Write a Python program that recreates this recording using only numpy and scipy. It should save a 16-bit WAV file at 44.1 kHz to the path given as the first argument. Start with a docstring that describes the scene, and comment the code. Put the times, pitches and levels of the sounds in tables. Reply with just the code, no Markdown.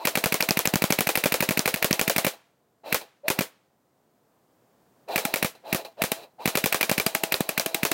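"""In a quiet, fenced back yard, an electric airsoft gun fires automatic bursts at a cardboard box.
A motor winds the piston back through whining gears; each release pops air out of the muzzle,
and 18 ms later the pellet smacks the box, sometimes tearing its paper. Now and then no pellet
feeds and only air pops. The trigger and latch clack; the house and fence throw back a short echo."""
import sys
import numpy as np
from scipy import signal
from scipy.fft import rfft, irfft
from scipy.io import wavfile

SR = 44100
rng = np.random.default_rng(int(sys.argv[2]) if len(sys.argv) > 2 else 0)


def write(x):
    x = np.atleast_2d(x).T
    wavfile.write(sys.argv[1], SR, np.round(np.clip(x, -1, 1) * 32767).astype(np.int16))


N = 349713
TIME = np.arange(N) / SR
AGE = np.arange(-512, 3584) / SR   # seconds before and after one short event


def from_db(db):
    """Turn decibels into a volume factor."""
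    return 10 ** (np.asarray(db) / 20)


def colour(x, tone):
    """Make some frequencies louder and others softer, following a tone table."""
    hz, db = np.transpose(tone)
    half = 4096
    grid = np.linspace(1, SR / 2, half + 1)
    gains = from_db(np.interp(np.log(grid), np.log(hz), db))
    cepstrum = irfft(np.log(gains))
    cepstrum[1:half] *= 2   # folded so the filter rings only after a sound, never before
    cepstrum[half + 1:] = 0
    response = irfft(np.exp(rfft(cepstrum)))[:half]
    return signal.oaconvolve(x, response)[:N]


def band(x, low_hz, high_hz, order=1):
    """Soften everything outside two frequencies."""
    return signal.sosfilt(signal.butter(order, [low_hz, high_hz], "band", fs=SR, output="sos"), x + 1e-18)


def place(times, db, shapes):
    """Lay one short shape per event on the time line."""
    size = len(AGE)
    out = np.zeros(N + 2 * size)
    for s, gain, shape in zip(times, from_db(db), np.broadcast_to(shapes, (len(times), size))):
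        at = int((s + AGE[0]) * SR) + size
        out[at:at + size] += gain * shape
    return out[size:size + N]


def puffs(times, db, rise_s, fall_s, evenness):
    """Short puffs of noise; more evenness makes them more alike in tone."""
    envelope = np.exp(np.minimum(AGE / rise_s, -AGE / fall_s))
    spectra = rfft(rng.standard_normal((len(times), len(AGE))) * envelope)
    shapes = irfft(spectra / np.abs(spectra) ** min(evenness, 1))
    return place(times, db, shapes / np.linalg.norm(shapes, axis=1, keepdims=True))


def thumps(times, db, rise_s, fall_s, hz=184, q=1.59):
    """Single pushes of air; a ringing bass cut turns each into a tight thump."""
    w = 2 * np.pi * hz
    pushes = place(times, db, np.exp(np.minimum(AGE / rise_s, -AGE / fall_s)))
    return signal.lfilter(*signal.bilinear([1, 0, 0], [1, w / q, w * w], SR), pushes + 1e-18)


def rings(times, db, hz, t60, spread):
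    """Tones that fade by 60 dB in t60 seconds, each at a slightly different pitch."""
    own_hz = hz * np.exp(spread * rng.standard_normal((len(times), 1)))
    fade = np.exp(-np.log(1000) * np.abs(AGE) / t60) * (AGE >= 0)
    return place(times, db, np.sin(2 * np.pi * own_hz * AGE) * fade)


def echo(times, db, rise_s, t60):
    """Many reflections blur into noise that swells and dies after each event."""
    age = TIME[:SR]
    power = (1 - np.exp(-age / rise_s)) ** 2 * np.exp(-2 * np.log(1000) * age / t60)
    total = signal.oaconvolve(place(times, db, AGE == 0) ** 2, power / power.sum())[:N]
    return np.sqrt(np.maximum(total, 0)) * rng.standard_normal(N)


# tone of the distant hush: (frequency [Hz], level [dB])
HUSH_TONE = [(30, -31.5), (130, -4.5), (700, -8.5), (2500, -27), (5500, -29.5), (7500, -29), (11000, -32),
             (15000, -28)]
# how loud the hush is: (time [s], level [dB])
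HUSH_LEVELS = [(3.7, -69), (5.0, -62.5), (6.0, -65)]

def yard_hush():
    """A faint, low noise from far away swells a little and eases."""
    hush = colour(rng.standard_normal(N), HUSH_TONE)
    return hush / hush.std() * from_db(np.interp(TIME, *np.transpose(HUSH_LEVELS)))


# when the motor runs: (on [s], off [s], level [dB], level change while starting [dB])
TRIGGER_PULLS = [(-.04, 2.29, -3, 1.5), (2.833, 2.955, 0.5, 3.5), (3.235, 3.434, -2.5, -4),
                 (5.076, 5.45, -1.5, 12), (5.633, 5.8, 1, -1), (5.966, 6.24, -6, 6), (6.382, 8.3, -4, 4)]
# tone of the gearbox: (frequency [Hz], level [dB])
GEARBOX_TONE = [(80, -55), (270, -42), (380, -33.5), (500, -28.5), (660, -27.5), (930, -34), (1250, -44),
                (3200, -45), (3950, -42), (6000, -55.5), (14500, -49.5)]

def gearbox(shots, spin_up_s=.026, coast_s=.022, start_s=.12, motor_hz=332, sag=.1, whine_db=-16):
    """The motor spins up, slows as each stroke squeezes the spring, and coasts once switched off."""
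    speed, level = np.zeros(N), np.zeros(N)
    for on, off, db, start_db in TRIGGER_PULLS:
        age = np.maximum(TIME - on, 0)
        turning = (1 - np.exp(-age / spin_up_s)) * np.exp(-np.maximum(TIME - off, 0) / coast_s)
        speed += np.sqrt(turning)
        level += turning * from_db(db + start_db * np.exp(-(age / start_s) ** 2))
    stroke = np.interp(TIME, shots, np.arange(len(shots))) % 1   # 0 to 1 between shots
    slack = 1.1 * rng.standard_normal(N)   # loose teeth blur the high overtones
    turns = np.cumsum(motor_hz * speed * (1 + sag * (.5 - stroke) + slack)) / SR
    whine = sum(np.sin(2 * np.pi * (k * turns + rng.random())) for k in range(1, 14))
    grind = rng.standard_normal(N) * (1 + .5 * np.sin(2 * np.pi * turns))   # the teeth rasp once a turn
    dull = band(grind, 200, 1500)
    grind = dull + (grind - dull) * speed ** 4   # slow teeth sound duller
    shaking = level * (grind + from_db(whine_db) * whine) + clacks()
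    return colour(shaking, GEARBOX_TONE) + gun_body(shaking)


# notes the gun's body rings at: (pitch [Hz], width [Hz], level [dB])
BODY_NOTES = [(660, 19, -27), (820, 15, -27.5), (2420, 35, -37), (2630, 66, -38), (3940, 170, -36.5)]

def gun_body(x):
    """The plastic body rings at a few notes when shaken."""
    return sum(from_db(db) * signal.lfilter(*signal.iirpeak(hz, hz / width, fs=SR), x + 1e-18)
               for hz, width, db in BODY_NOTES)


# straining gears: (time [s], length [s], start pitch [Hz], end pitch [Hz], level [dB])
GEAR_SQUEALS = [(-.005, 0.046, 800, 1044, -33.5), (2.839, 0.039, 550, 874, -45),
                (3.233, 0.054, 520, 704, -31.5), (5.086, 0.036, 616, 982, -33.5),
                (5.121, 0.047, 843, 590, -28), (5.261, 0.038, 630, 686, -31),
                (5.631, 0.07398, 660, 993.3, -44), (5.988, 0.036, 554, 743, -29),
                (6.381, 0.059, 700, 1092, -37.5)]

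def squeals(waver=.1):
    """Gear teeth under load sing short, unsteady, sliding tones."""
    out = np.zeros(N)
    slack = band(rng.standard_normal(N), 40, 200)
    wobble = 1 + waver * slack / slack.std()
    for s, length, start_hz, end_hz, db in GEAR_SQUEALS:
        along = np.clip((TIME - s) / length, 0, 1)
        turns = np.cumsum((start_hz + (end_hz - start_hz) * along) * wobble) / SR
        out += from_db(db) * np.sin(np.pi * along) * np.sin(2 * np.pi * turns)
    return out


# tones of the piston's slap, the air's crack and the yard's echo: (frequency [Hz], level [dB])
SLAP_TONE = [(150, 0), (650, 15), (1100, 7.5), (1600, 13), (2450, 20), (2750, 17), (3100, 4.5), (4200, 7.5),
             (8000, -13.5)]
CRACK_TONE = [(1000, -23), (7000, -7.5), (9000, 1), (13000, 9.5), (16000, 3)]
ECHO_TONE = [(80, -17.5), (200, 1.5), (2400, 4.5), (7500, 0), (15000, -1)]
# shots with a pellet: (time [s], air thump [dB], box thud [dB], box knock [dB], paper crack [dB])
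PELLET_SHOTS = [(0.0536, -13, -22, 2, 3), (0.1551, -19, -12.5, 1, -4), (0.2406, -17, -10, -3.5, 3.5),
                (0.3241, -13, -17, -1.5, 2), (0.4069, -19, -24, -2.5, -3), (0.4896, -13, -8.5, -2.5, -1),
                (0.5729, -10, -24, -6, 6), (0.6557, -17, -11.5, -9.5, -1), (0.7389, -5, -6.5, -7, 3.5),
                (0.822, -11, -6, -6, 4.5), (0.9054, -6.5, -17, 1.5, 0.5), (0.989, -10.5, -15, -4, 4.5),
                (1.072, -13, -25.5, 4.5, -3), (1.1558, -21.5, -16.5, -1.5, 0.5),
                (1.2394, -15.5, -8.5, 3, 0), (1.323, -14, -34, 0.5, 1.5), (1.4064, -10.5, -15, 3, -3),
                (1.4903, -9, -10, 0, -3.5), (1.5746, -11, -11.5, -6.5, 2.5), (1.6584, -14, -33, 3, 0.5),
                (1.7422, -12.5, -38.5, -10, -8.5), (1.8264, -22.5, -12, -0.5, 5),
                (1.9104, -6, -17, -3, 1.5), (1.9949, -18.5, -21.5, -3.5, 4), (2.0793, -9, -29, 2, 2.5),
                (2.1633, -13, -13, 1.5, 3), (2.248, -13.5, -12.5, 2, 0), (2.9268, -14, -29, 2, 2),
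                (3.2833, -24.5, -14.5, 2.5, -0.5), (3.3903, -7.5, -13.5, -0.5, -5),
                (5.16, -15.5, -29.5, 5, -8.5), (5.3408, -20, -37, -3.5, -4), (5.428, -13, -9.5, 2, -5.5),
                (5.7288, -9.5, -11.5, -2.5, -2), (6.0202, -14.5, -14, -3, 0),
                (6.4578, -8.5, -11.5, 0.5, -1.5), (6.5547, -12, -31, 1, 0.5), (6.6412, -9, -19, 0, 1.5),
                (6.7264, -26, -20, 2.5, -1.5), (6.8112, -21, -24, -4, 2.5), (6.8961, -17.5, -8.5, 1, -0.5),
                (6.9806, -11, -32, -4.5, 0.5), (7.3233, -22, -29, -3, -1), (7.5786, -15, -29, -3, 0),
                (7.8327, -8.5, -24, 2.5, 0)]

def muzzle(s, thump_db, cushion=.14, bounce_s=.0064):
    """Air rushes out ahead of the piston, which slaps home; the box face bounces the pop back."""
    pop_db = -4 - cushion * thump_db   # more air softens the piston's slap
    slap = colour(puffs(s - .0002, pop_db, rise_s=.0009, fall_s=.0011, evenness=.8), SLAP_TONE)
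    crack = colour(puffs(s, pop_db, rise_s=.00022, fall_s=.00035, evenness=.58), CRACK_TONE)
    rush = band(puffs(s - .001, pop_db - 4.5, rise_s=.0005, fall_s=.0074, evenness=.17), 1200, 20000)
    thump = thumps(s, thump_db, rise_s=.0003, fall_s=.0007)
    bounce = np.interp(TIME - bounce_s, TIME, from_db(-10) * slap + from_db(-8.5) * crack)
    yard = colour(echo(s, pop_db - .5, rise_s=.00067, t60=.037), ECHO_TONE)
    return slap + crack + rush + thump + bounce + yard + from_db(15.5) * gun_body(slap)


# tones of the cracking paper and the rattling box: (frequency [Hz], level [dB])
PAPER_TONE = [(500, 4), (2000, 3.5), (9000, 1), (15000, 5)]
RATTLE_TONE = [(100, -10), (520, 19), (950, 11.5), (8000, -0.5)]
# notes the box's sides ring at: (pitch [Hz], level [dB], fade time [s])
BOX_NOTES = [(424, -34, 0.12), (520, -33.5, 0.13), (2386, -23.5, 0.04)]

def pellet_hits(s, thud_db, knock_db, crack_db, wall_delay_s=.0089):
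    """The pellet cracks the paper, pushes the box's side in and rattles it; the house wall echoes."""
    force_db = .73 * knock_db + .53 * crack_db
    crack = colour(puffs(s, crack_db, rise_s=.00007, fall_s=.00035, evenness=.2), PAPER_TONE)
    thud = -thumps(s + .00018, thud_db, rise_s=.00015, fall_s=.0011)
    rattle = colour(puffs(s + .001, force_db, rise_s=.00028, fall_s=.007, evenness=.12), RATTLE_TONE)
    sides = sum(rings(s, knock_db + db, hz, t60, spread=.042) for hz, db, t60 in BOX_NOTES)
    wall = echo(s + wall_delay_s, force_db / 2, rise_s=.0011, t60=.15)
    far = band(echo(s + wall_delay_s, force_db / 2 - 13, rise_s=.016, t60=.55), 60, 2200)
    return crack + thud + rattle + sides + colour(wall + far, ECHO_TONE)


# pellets that tear through: (rough time [s], pitch [Hz], level [dB])
PAPER_TEARS = [(.43, 4700, 13.5), (.51, 5200, 16), (.59, 6200, 6), (.67, 6200, 12), (.92, 5800, 12.5),
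               (1.59, 4900, 13.5), (1.93, 5200, 14.5), (7.34, 4200, 15.5), (7.60, 5200, 10.5)]

def tears(hits):
    """Torn paper lets go in a quick, briefly ringing crackle."""
    out = np.zeros(N)
    for s, hz, db in PAPER_TEARS:
        nearest_hit = hits[np.abs(hits - s).argmin()]
        crackle = puffs([nearest_hit], [db], rise_s=.00008, fall_s=.0005, evenness=.35)
        out += band(crackle, hz / 1.2, hz * 1.2, order=2)
    return out


# hits and pops that leave a ping: (time [s], pitch [Hz], level [dB])
SHORT_PINGS = [(1.258, 2420, -19), (6.829, 2406, -12), (7.0, 2370, -14), (7.065, 4753, -16.5)]

def pings():
    """Now and then a stiff spot is struck and rings for a moment."""
    return sum(rings([s], [db], hz, t60=.03, spread=.004) for s, hz, db in SHORT_PINGS)


# trigger and gear latch clacks: (time [s], relative level [dB])
LATCH_CLACKS = [(2.335, -2.5), (3.013, 3.5), (5.085, -0.5), (5.196, -6), (5.551, -7.5), (5.808, -1),
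                (5.849, 6.5), (6.235, -5.5), (6.403, -9)]

def clacks():
    """The trigger and gear latch give the gearbox sharp knocks."""
    s, db = np.transpose(LATCH_CLACKS)
    return puffs(s, db + 28, rise_s=.00045, fall_s=.017, evenness=.42)


# tone of a pop with no pellet: (frequency [Hz], level [dB])
EMPTY_TONE = [(100, -16.5), (300, 17.5), (620, 11), (1000, 6), (2500, 8), (5500, -2.5), (8500, 2.5),
              (14000, -11)]
# shots with no pellet: (time [s], air thump [dB], relative pop level [dB])
EMPTY_SHOTS = [(5.2525, -15, -0.5), (6.1188, -17, -0.5), (7.0647, -9, 2), (7.1505, -15, 2),
               (7.2366, -16.5, 0), (7.407, -6, -3.5), (7.4919, -22, -1), (7.6619, -18.5, -2.5),
               (7.7466, -22.5, 0.5), (7.9164, -17, 1.5)]

def empty_barrel(s, thump_db, relative_db):
    """With no pellet in the way, the air leaves in a longer, brighter pop."""
    pop_db = relative_db + 2.5
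    pop = colour(puffs(s, pop_db, rise_s=.00078, fall_s=.0032, evenness=.047), EMPTY_TONE)
    crack = colour(puffs(s, pop_db - 4.5, rise_s=.0011, fall_s=.00037, evenness=.31), CRACK_TONE)
    thump = -thumps(s, thump_db, rise_s=.00023, fall_s=.00064)
    yard = colour(echo(s, pop_db - 5.5, rise_s=.0022, t60=.19), ECHO_TONE)
    return pop + crack + thump + yard + from_db(35.5) * gun_body(pop)


def scene(flight_s=.0184):
    """The gun and the box over the quiet of the yard."""
    s, thump_db, *hit_db = np.transpose(PELLET_SHOTS)
    empty_s, *empty_db = np.transpose(EMPTY_SHOTS)
    hits = s + flight_s
    hush = yard_hush()
    pops = muzzle(s, thump_db) + empty_barrel(empty_s, *empty_db)
    motor = gearbox(np.sort(np.r_[s, empty_s])) + squeals()
    return (hush + motor + pops + pellet_hits(hits, *hit_db) + tears(hits) + pings())[None]


def record(dry, low_cut_hz=52, high_cut_hz=16100, ceiling=.8):
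    """A small microphone loses the deep bass, rounds the loudest peaks and cuts the highest treble."""
    heard = signal.sosfilt(signal.butter(1, low_cut_hz, "high", fs=SR, output="sos"), dry)
    rounded = ceiling * np.tanh(heard / ceiling)
    return signal.sosfilt(signal.ellip(10, .2, 80, high_cut_hz, fs=SR, output="sos"), rounded)


dry = scene()
out = record(dry)
write(out)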